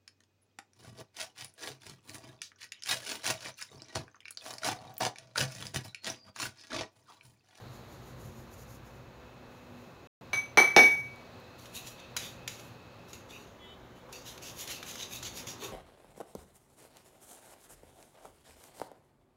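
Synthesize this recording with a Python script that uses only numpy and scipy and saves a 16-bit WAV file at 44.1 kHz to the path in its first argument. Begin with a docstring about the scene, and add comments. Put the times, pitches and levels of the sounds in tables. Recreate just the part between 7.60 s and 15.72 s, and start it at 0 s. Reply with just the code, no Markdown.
"""A kitchen with traffic and an engine hum outside. A small mesh sieve is shaken over a mixing bowl: powder hisses.
An edit leaves a short silence; then a spoon is knocked clean three times, each a crack, a thud and ringing tones.
Two faint ticks follow. The spoon then taps the rim and scrapes powder through the mesh: noise contacts drive
resonances. Dull bumps and a far horn of wavering overtones join in. The phone changes its sample rate crudely
throughout, which mirrors tones through the treble."""
import sys
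import numpy as np
from scipy import signal
from scipy.fft import rfft, irfft, next_fast_len
from scipy.io import wavfile
from scipy.ndimage import map_coordinates

SR = 44100
rng = np.random.default_rng(int(sys.argv[2]) if len(sys.argv) > 2 else 0)


def wav_record(signal):
    """Record a signal, one row per channel, as 16-bit PCM in the file named by sys.argv[1]."""
    frames = np.transpose(np.atleast_2d(signal))
    bounded = np.clip(frames, -1, 1)
    # unit amplitude maps onto the largest positive 16-bit level
    quanta = np.round(bounded * 32767).astype(np.int16)
    wavfile.write(sys.argv[1], SR, quanta)


N = 358091

# resonances of the spoon in the scraping hand: center_hz, width_hz, level_db
SPOON_BODY = [(2280, 1070, -8.5), (2645, 240, 0), (2950, 550, -5.5), (3665, 210, 0.5), (3860, 185, -2.5),
              (4340, 270, -4.5)]
# resonances of the mesh: center_hz, width_hz, level_db
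MESH = [(4770, 370, 1.5), (5720, 190, 7.5), (5870, 210, 6), (6360, 230, 7.5), (6690, 320, 7),
        (7270, 910, -2)]
# resonances of the finest wires: center_hz, width_hz, level_db
FINE = [(10470, 67, 8), (11600, 3800, 0.5), (13900, 120, 4), (14100, 2600, -10)]
# spoon taps on the rim: start_s, level_db, low_db and spoon_db (both relative to level_db)
TAPS = [(4.056, -38.5, -15, -5), (4.1498, -41, -18, -11), (4.399, -45, -8, -4), (4.5654, -15.5, -23, -13.5),
        (4.8768, -21.5, -24, -7), (4.9959, -37, -11, -10), (5.5311, -31, -23, -12.5),
        (6.5263, -30, -21, -16), (6.777, -38, -14, -4), (7.0746, -27, -24, -14), (7.2283, -31.5, -11, -4),
        (7.3553, -29, -16, -18), (7.6268, -29, -14, -16), (7.8698, -32, -16, -17)]


def amp(db):
    """Decibels to amplitude."""
    return 10 ** (np.asarray(db) / 20)


def unit(x):
    """x scaled to an RMS of 1."""
    return x / np.sqrt(np.mean(x ** 2) + 1e-20)


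def along(points, hz):
    """(Hz, value) points interpolated on a log frequency axis."""
    f, v = np.transpose(points)
    return np.interp(np.log(hz + 1), np.log(f + 1), v)


def curves(rows):
    """One value per sample for each column after the time."""
    s, *cols = np.transpose(rows)
    return [np.interp(np.arange(N) / SR, s, c) for c in cols]


def wobble(rate_hz):
    """A smooth random curve, rate_hz knots a second."""
    knots = rng.standard_normal(int(N * rate_hz / SR) + 4)
    return map_coordinates(knots, [np.arange(N) * rate_hz / SR])


def filtered(x, response):
    """x times a complex response of frequency."""
    m = next_fast_len(len(x) + SR // 2)
    return irfft(rfft(x, m) * response(np.fft.rfftfreq(m, 1 / SR)), m)[:len(x)]


def modes(table):
    """The response of a body with (Hz, width Hz, dB) resonances of alternating sign."""
    return lambda f: sum((-1) ** k * amp(db) * 1j * f * w / (c * c - f * f + 1j * f * w)
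                         for k, (c, w, db) in enumerate(table))


def shaped(points):
    """The response of a (Hz, dB) spectrum."""
    return lambda hz: amp(along(points, hz))


def grit(spread_db):
    """Dense contacts of uneven size."""
    return unit(rng.standard_normal(N) * amp(spread_db * wobble(900)))


def room(x):
    """A new diffuse tail of energy 1; each frequency dies at its own speed."""
    # decay of the room: freq_hz, t60_s
    walls = [(100, 0.45), (500, 0.3), (2000, 0.4), (6000, 0.317), (14000, 0.19)]
    hz, t, z = signal.stft(rng.standard_normal(SR * 3 // 4), SR, nperseg=256)
    decay = amp(-60 * t / along(walls, hz)[:, None])
    tail = signal.istft(z * decay, SR, nperseg=256)[1]
    delayed = np.pad(x, (200, 0))
    return signal.fftconvolve(delayed, tail / np.linalg.norm(tail))[:len(x)]


def swell(s, db, rise_s, hold_s, fall_s):
    """An envelope: straight climb in dB to the peak at s, hold, straight fall."""
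    span_db = 20  # climbed in rise_s, lost in fall_s
    t = np.arange(N) / SR - s
    away = np.maximum(-t / max(rise_s, .001), (t - max(hold_s, 0)) / max(fall_s, .001))
    return amp(db - span_db * np.maximum(away, 0))


def together(envelopes):
    """Overlapping noises add in power."""
    return np.sqrt(sum(e ** 2 for e in envelopes))


def restless(x, table, drift_db):
    """x through a body whose modes come and go as the point of contact moves."""
    parts = (amp(drift_db * wobble(16)) * filtered(x, modes([mode])) for mode in table)
    return unit(sum((-1) ** k * part for k, part in enumerate(parts)))


def kitchen():
    """Filtered noises: traffic rumble, unsteady hum in the low room modes, faint whines, broad air of the room."""
    # traffic through time: start_s, rumble_db, hum_db
    traffic = [(0, -66, -54.5), (.55, -64, -50.5), (1.05, -68, -54), (1.8, -62, -56), (2.3, -68, -56.5),
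               (3.7, -71, -58), (4.7, -66, -54.5), (5.1, -76, -54), (5.45, -65, -55.5), (6.1, -66.5, -60.5),
               (7, -66, -58), (7.4, -72, -60.5), (7.66, -57, -54), (7.9, -74, -57)]
    # rumble spectrum: freq_hz, level_db
    rumble_spectrum = [(20, -120), (30, -15), (58, -8), (80, -6), (100, -120)]
    # low room modes: center_hz, width_hz, level_db
    hum_modes = [(95, 24, -4), (125.4, 11.7, 1.5), (176.7, 10.8, -4.5)]
    # room air through time: start_s, level_db
    air_levels = [(0, -53.5), (1, -55), (2.4, -54.5), (3.6, -54), (5, -54), (6.2, -56), (7, -53.5),
                  (8.12, -51.5)]
    # room air spectrum: freq_hz, level_db
    air_spectrum = [(88, -41.5), (150, -8.5), (230, -5.5), (274, -5.5), (531, -7.5), (586, -7), (1110, -10),
                    (2000, -17.5), (2570, -20.5), (3250, -23), (4020, -23), (4700, -29.5), (6670, -30),
                    (8420, -44.5), (15700, -36)]
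    # narrow, slightly wavering bands: center_hz, width_hz (of one of two equal passes), level_db
    whines = [(499, 7.2, -67), (542, 56, -66), (370, 59, -65.5), (6790, 330, -84)]
    # thin whistling band and broader hiss above it: start_s, whistle_db, hiss_db
    whistle_levels = [(0, -77, -65), (1.2, -73, -75), (1.7, -69.5, -74.5), (3.7, -67.5, -66),
                      (4.4, -62, -66), (5.4, -65.5, -68.5), (6.2, -86, -89), (8.12, -76.5, -75.5)]

    def noise(response):
        return unit(filtered(rng.standard_normal(N), response))

    def narrow(hz, width_hz):
        return noise(lambda f: modes([(hz, width_hz, 0)])(f) ** 2)

    rumble_db, hum_db = curves(traffic)
    air_db, = curves(air_levels)
    whistle_db, hiss_db = curves(whistle_levels)
    rumble = amp(rumble_db + 1.3 * wobble(6.8)) * noise(shaped(rumble_spectrum))
    hum = amp(hum_db + 1.4 * wobble(7)) * noise(modes(hum_modes))
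    air = amp(air_db + 0.44 * wobble(6.7)) * noise(shaped(air_spectrum))
    whine = sum(amp(db + wobble(3)) * narrow(hz, width_hz) for hz, width_hz, db in whines)
    whistle = amp(whistle_db) * narrow(2582, 175)
    hiss = amp(hiss_db) * narrow(4030, 1100)
    return rumble + hum + air + whine + whistle + hiss


def engine():
    """A far engine: a slowly drifting firing tone and a tone at four times its rate."""
    # engine through time: start_s, firing_hz, level_db, fourth_db
    drift = [(0, 57.5, -65, -62), (.7, 57.5, -57, -59), (1.4, 58.5, -59, -62), (2, 60.7, -70, -56.5),
             (2.47, 61, -72, -57.5), (2.61, 60, -73, -63)]
    hz, level_db, fourth_db = curves(drift)
    turn = 2 * np.pi * np.cumsum(hz * (1 + 0.0051 * wobble(7.3))) / SR
    firing = amp(level_db + 1.5 * wobble(5)) * np.sin(turn)
    return firing + amp(fourth_db + 2.5 * wobble(8)) * np.sin(4 * turn)


def shaking():
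    """Powder slides over the mesh at every shake: shaped grit under swells."""
    # shakes of the sieve: peak_s, hiss_db, rise_s, hold_s, fall_s
    shakes = [(0.0, -66, .1, 0, .15), (0.15, -61, .12, 0, .15), (0.33, -61.5, .12, 0, .13),
              (0.485, -61, .14, 0, 0.11), (0.612, -57.5, 0.055, 0, .05), (0.65, -59, .04, .01, .13),
              (0.79, -61.5, .12, 0, 0.13), (0.935, -57.5, .05, 0.0069, .05),
              (0.986, -59.5, .04, 0.048, .04), (1.1, -61, .07, .06, .04), (1.26, -66, .04, .02, .1),
              (1.36, -69, .08, 0, .1), (1.92, -72, .04, 0, .6), (2.22, -71, .25, 0, .25)]
    # powder spectrum: freq_hz, level_db
    powder = [(2650, -49), (4500, -13.5), (5580, -11), (6840, -4.5), (7090, -4), (7870, -23), (9070, -16.5),
              (12100, -10), (15700, -15.5)]
    hiss = unit(filtered(grit(spread_db=1.5), shaped(powder)))
    return together(swell(*row) for row in shakes) * hiss


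def knocks():
    """Each blow cracks, thuds in the bowl and rings the spoon; the grip detunes its twin strongest modes: they beat."""
    # blows: start_s, level_db, thud_db, further_db, strongest_db (these three relative to level_db),
    # twin_share (-1 to 1), strongest_hold_s, strongest_fall_s, hand_damps_after_s
    blows = [(2.732, -29, -9, 9.5, -1.5, 0.49, 0.057, 0.077, 0.073),
             (2.9732, -14.5, 1, 5, -4, -0.63, 0.022, 0.16, 0.24),
             (3.1636, -12, 4, 0, -4, -0.34, 0.074, .16, .28)]
    # strongest mode and its twin under each grip: strongest_hz, twin_hz
    twins = [(2277, 2294.5), (2297.5, 2266), (2266.5, 2281.5)]
    # further ringing tones: freq_hz, level_db, t60_s
    further_tones = [(1625, -34, .3), (3700, -24, .07), (4200, -27, .04), (6070, -27, .15),
                     (6121, -21, .28), (6190, -27, .12), (8783, -32, .18), (9625, -34, .12),
                     (10600, -38, .12), (12775, -35, .25)]
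    # what the spoon is knocked on: center_hz, width_hz, level_db
    bowl = [(248, 51, -7.5), (356, 62, -2), (490, 130, -0.5), (660, 180, -1.5), (850, 136, 3.5),
            (1030, 270, 0), (1660, 750, 1), (1760, 83, -10)]
    # crack spectrum: freq_hz, level_db
    crack_spectrum = [(90, -48.5), (220, -14), (780, -5.5), (1500, -12.5), (2100, -0.5), (3200, -11.5),
                      (4100, -9), (5000, -19), (6150, -10), (7300, -31.5), (9800, -35.5), (15700, -48)]
    # early reflections: delay_s, level_db
    near_walls = [(.005, -7), (.012, -6), (.027, -8)]
    twin_fade_db_per_s = 14.5  # the twin dies sooner, so the beat grows shallow
    out, t, now = np.zeros(N + SR), np.arange(SR) / SR, np.arange(N) / SR
    for row, (hz, twin_hz) in zip(blows, twins):
        s, db, thud_db, further_db, strongest_db, share, hold_s, fall_s, free_s = row
        since = now - s
        twin = share * amp(-twin_fade_db_per_s * np.abs(since)) * np.sin(2 * np.pi * twin_hz * since)
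        strongest = np.sin(2 * np.pi * hz * since) + twin
        out[:N] += swell(s, db + strongest_db, 0, hold_s, fall_s) * np.sqrt(2) * strongest

        further = sum(amp(level_db + rng.normal(0, 0.67) - 60 * t / t60_s) * np.sin(2 * np.pi * f * t)
                      for f, level_db, t60_s in further_tones)
        fingers = amp(-150 * np.maximum(t - free_s, 0))  # the hand closes on the handle and damps it

        burst = amp(-60 * t / .009) * rng.standard_normal(SR)
        crack = filtered(np.roll(burst, 30), shaped(crack_spectrum)) * (t < .2)
        push = np.exp(-((t - .0006) / .00025) ** 2)  # one short shove of hard metal
        thud = filtered(push, modes(bowl))
        impact = crack / np.linalg.norm(crack) + amp(thud_db) * thud / np.linalg.norm(thud)
        blow = amp(db + 19) * impact + amp(db + further_db) * further * fingers
        early = sum(amp(wall_db) * np.roll(blow, round(delay_s * SR)) for delay_s, wall_db in near_walls)
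        out[round(s * SR):][:SR] += blow + early + amp(0.5) * room(blow)
    return out[:N]


def ticks():
    """Tiny dry ticks: decaying noise through one broad treble resonance."""
    # faint bright ticks: start_s, level_db (before the resonance)
    tick_rows = [(3.5603, -50), (3.801, -52)]
    t, out = np.arange(SR // 50) / SR, np.zeros(N)
    for s, db in tick_rows:
        out[round(s * SR):][:len(t)] += amp(db - 60 * t / 0.0072) * rng.standard_normal(len(t))
    return filtered(out, modes([(11900, 9000, 0)]))


def scraping():
    """One stream of grit excites mesh, spoon and the finest wires; the stroke shares it out."""
    # spoon strokes: peak_s, rasp_db, rise_s, hold_s, fall_s, body_db, hiss_db (last two relative to rasp_db)
    strokes = [(3.992, -62.5, 0.018, 0.056, .14, 1, 0), (4.157, -46, 0.029, .01, 0.071, 1.5, -0.5),
               (4.273, -51, 0.053, 0.0081, 0.084, -0.5, -2), (4.4, -65, 0.074, 0, 0.14, 9.5, -12),
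               (4.586, -50, .01, 0.078, .09, 0.5, -3.5), (4.893, -54.5, .02, 0.055, 0.11, 0, -4.5),
               (5.003, -69, .06, 0.078, 0.09, 0, 2), (5.485, -62.5, .012, 0.031, .03, 0, -2),
               (5.54, -55, .01, 0, 0.11, 0, -5), (5.7, -57, .02, 0.008, 0.25, 2, -6),
               (6.355, -75, .01, 0.024, 0.11, -1, 1), (6.54, -53.5, 0.029, 0.015, 0.13, -2, -7),
               (6.673, -51, .04, 0.015, 0.11, 0.5, -2.5), (6.825, -50.5, .018, 0.074, 0.061, 1, -4.5),
               (6.999, -45, 0.059, 0.016, 0.075, -1.5, -1.5), (7.104, -44.5, 0.046, 0.017, 0.1, 2.5, -4),
               (7.287, -47, .06, .015, .11, 2.5, -2.5), (7.397, -47, 0.054, 0.033, 0.07, 1.5, -7),
               (7.527, -46, 0.047, 0.029, .08, 1.5, -2.5), (7.632, -45.5, .01, 0.047, 0.055, -1.5, -7.5),
               (7.774, -46.5, 0.063, .015, 0.082, 1.5, -2.5), (7.874, -46, .01, 0.019, .09, -2.5, -7),
               (8.036, -47, 0.052, 0.014, 0.064, 1.5, -4)]
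    # every tap shakes the powder: jolt_db is relative to the tap, shares as in a stroke
    jolt_db, jolt_fall_s, jolt_body_db, jolt_hiss_db = -19.5, 0.021, 0.5, -9.5
    contacts = grit(spread_db=1.5) * amp(1.06 * wobble(90))
    rasp = restless(contacts, MESH, drift_db=2.0)
    body = restless(contacts, SPOON_BODY, drift_db=3.0)
    hiss = restless(contacts, FINE, drift_db=1.0)
    jolts = [(s + .002, db + jolt_db, 0, 0, jolt_fall_s, jolt_body_db, jolt_hiss_db) for s, db, *_ in TAPS]
    moves = [(swell(*shape), amp(body_db), amp(hiss_db)) for *shape, body_db, hiss_db in strokes + jolts]
    out = rasp * together(e for e, _, _ in moves)
    out = out + body * together(e * b for e, b, _ in moves)
    out = out + hiss * together(e * h for e, _, h in moves)
    return out + amp(-9.5) * room(out)


def taps():
    """Short rattling contacts that ring mesh, spoon and rim in their own shares."""
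    chatter_s = .013
    first_db, first_s = -0.5, 0.0018  # the first contact stands out of the chatter and dies in first_s
    t, (mesh, low, spoon) = np.arange(SR // 8) / SR, np.zeros((3, N + SR))
    for s, db, low_db, spoon_db in TAPS:
        chatter = amp(-60 * (t / chatter_s) ** 2)  # a few ms, then silence
        first = amp(first_db - 60 * t / first_s)
        burst = amp(db) * (chatter + first) * rng.standard_normal(len(t))
        for part, part_db in ((mesh, 0), (low, low_db), (spoon, spoon_db)):
            part[round(s * SR):][:len(t)] += amp(part_db) * burst

    def wires(f):
        return modes(MESH)(f) + amp(-5) * modes(FINE)(f)

    dry = amp(-8.5) * filtered(mesh[:N], wires)
    dry += amp(8.0) * filtered(spoon[:N], modes(SPOON_BODY))
    dry += amp(10.5) * filtered(low[:N], modes([(1380, 860, 0.0067)]))
    dry += amp(-21) * filtered(mesh[:N], modes([(11000, 8600, 0)]))  # the bare click of steel on steel
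    return dry + amp(-8.0) * room(dry)


def bumps():
    """Soft low knocks: decaying noise bursts ring a few low modes."""
    # dull bumps: start_s, level_db (before the gain below)
    bump_rows = [(5.78, -54), (6.49, -52), (6.76, -52), (8.022, -41.5), (8.05, -47), (8.082, -48)]
    # bump resonances: center_hz, width_hz, level_db
    bump_modes = [(382.6, 14.5, 8.5), (520, 51, -4.5), (1060, 360, -10)]
    t, push = np.arange(SR // 10) / SR, np.zeros(N + SR)
    for s, db in bump_rows:
        push[round(s * SR):][:len(t)] += amp(db + 22.0 - 60 * t / 0.11) * rng.standard_normal(len(t))
    dry = filtered(push[:N], modes(bump_modes))
    return dry + amp(0.5) * room(dry)


def horn():
    """A far horn: only the overtones near the resonance of its disc arrive, each wavering on the way."""
    # toots: peak_s, level_db, hold_s, fall_s
    toots = [(6.007, -58, .12, .05), (6.19, -71.5, .1, .05), (6.33, -68, 0.083, .04)]
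    # overtones: multiple of horn_hz, level_db
    overtones = [(6, -14), (7, -16), (8, -14), (9, -0.5), (10, -5.5), (11, -6), (12, -28)]
    horn_hz, rise_s = 337, .04
    dull_db, brightens_db_per_s = -5, 60  # the upper overtones grow during a toot
    out, now = np.zeros(N), np.arange(N) / SR
    turn = 2 * np.pi * np.cumsum(horn_hz * (1 + 0.0068 * wobble(12))) / SR
    for s, level_db, hold_s, fall_s in toots:
        bright_db = dull_db + brightens_db_per_s * np.clip(now - s, 0, hold_s)
        envelope = swell(s, level_db, rise_s, hold_s, fall_s)
        for k, db in overtones:
            tilt_db = bright_db * max(round(k) - 9, 0)  # above the strongest overtone
            level = amp(db + tilt_db + 4.6 * wobble(22))
            out += envelope * level * np.sin(round(k) * turn + rng.uniform(0, 2 * np.pi))
    return out + amp(-14) * room(out)


def scene():
    """All sources summed, one channel."""
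    steady = kitchen() + engine()
    sieve = shaking() + knocks() + ticks() + scraping() + taps()
    return (steady + sieve + bumps() + horn())[None]


def record(dry):
    """The rate change takes the nearest microphone sample, which mirrors every tone through the treble."""
    # silence left by the edit: start_s, end_s
    silence = (2.4725, 2.6108)
    mic_rate_hz, top_hz = 47989.6, 15740  # rate before the change, steep upper limit
    step = mic_rate_hz / SR
    nearest = map_coordinates(dry[0], [np.round(np.arange(N) * step) / step], order=5)
    t = np.arange(N) / SR
    edited = nearest * ((t < silence[0]) | (t > silence[1]))
    return filtered(edited, lambda hz: 1 / (1 + (hz / top_hz) ** 2000))[None]


dry = scene()
out = record(dry)
wav_record(out)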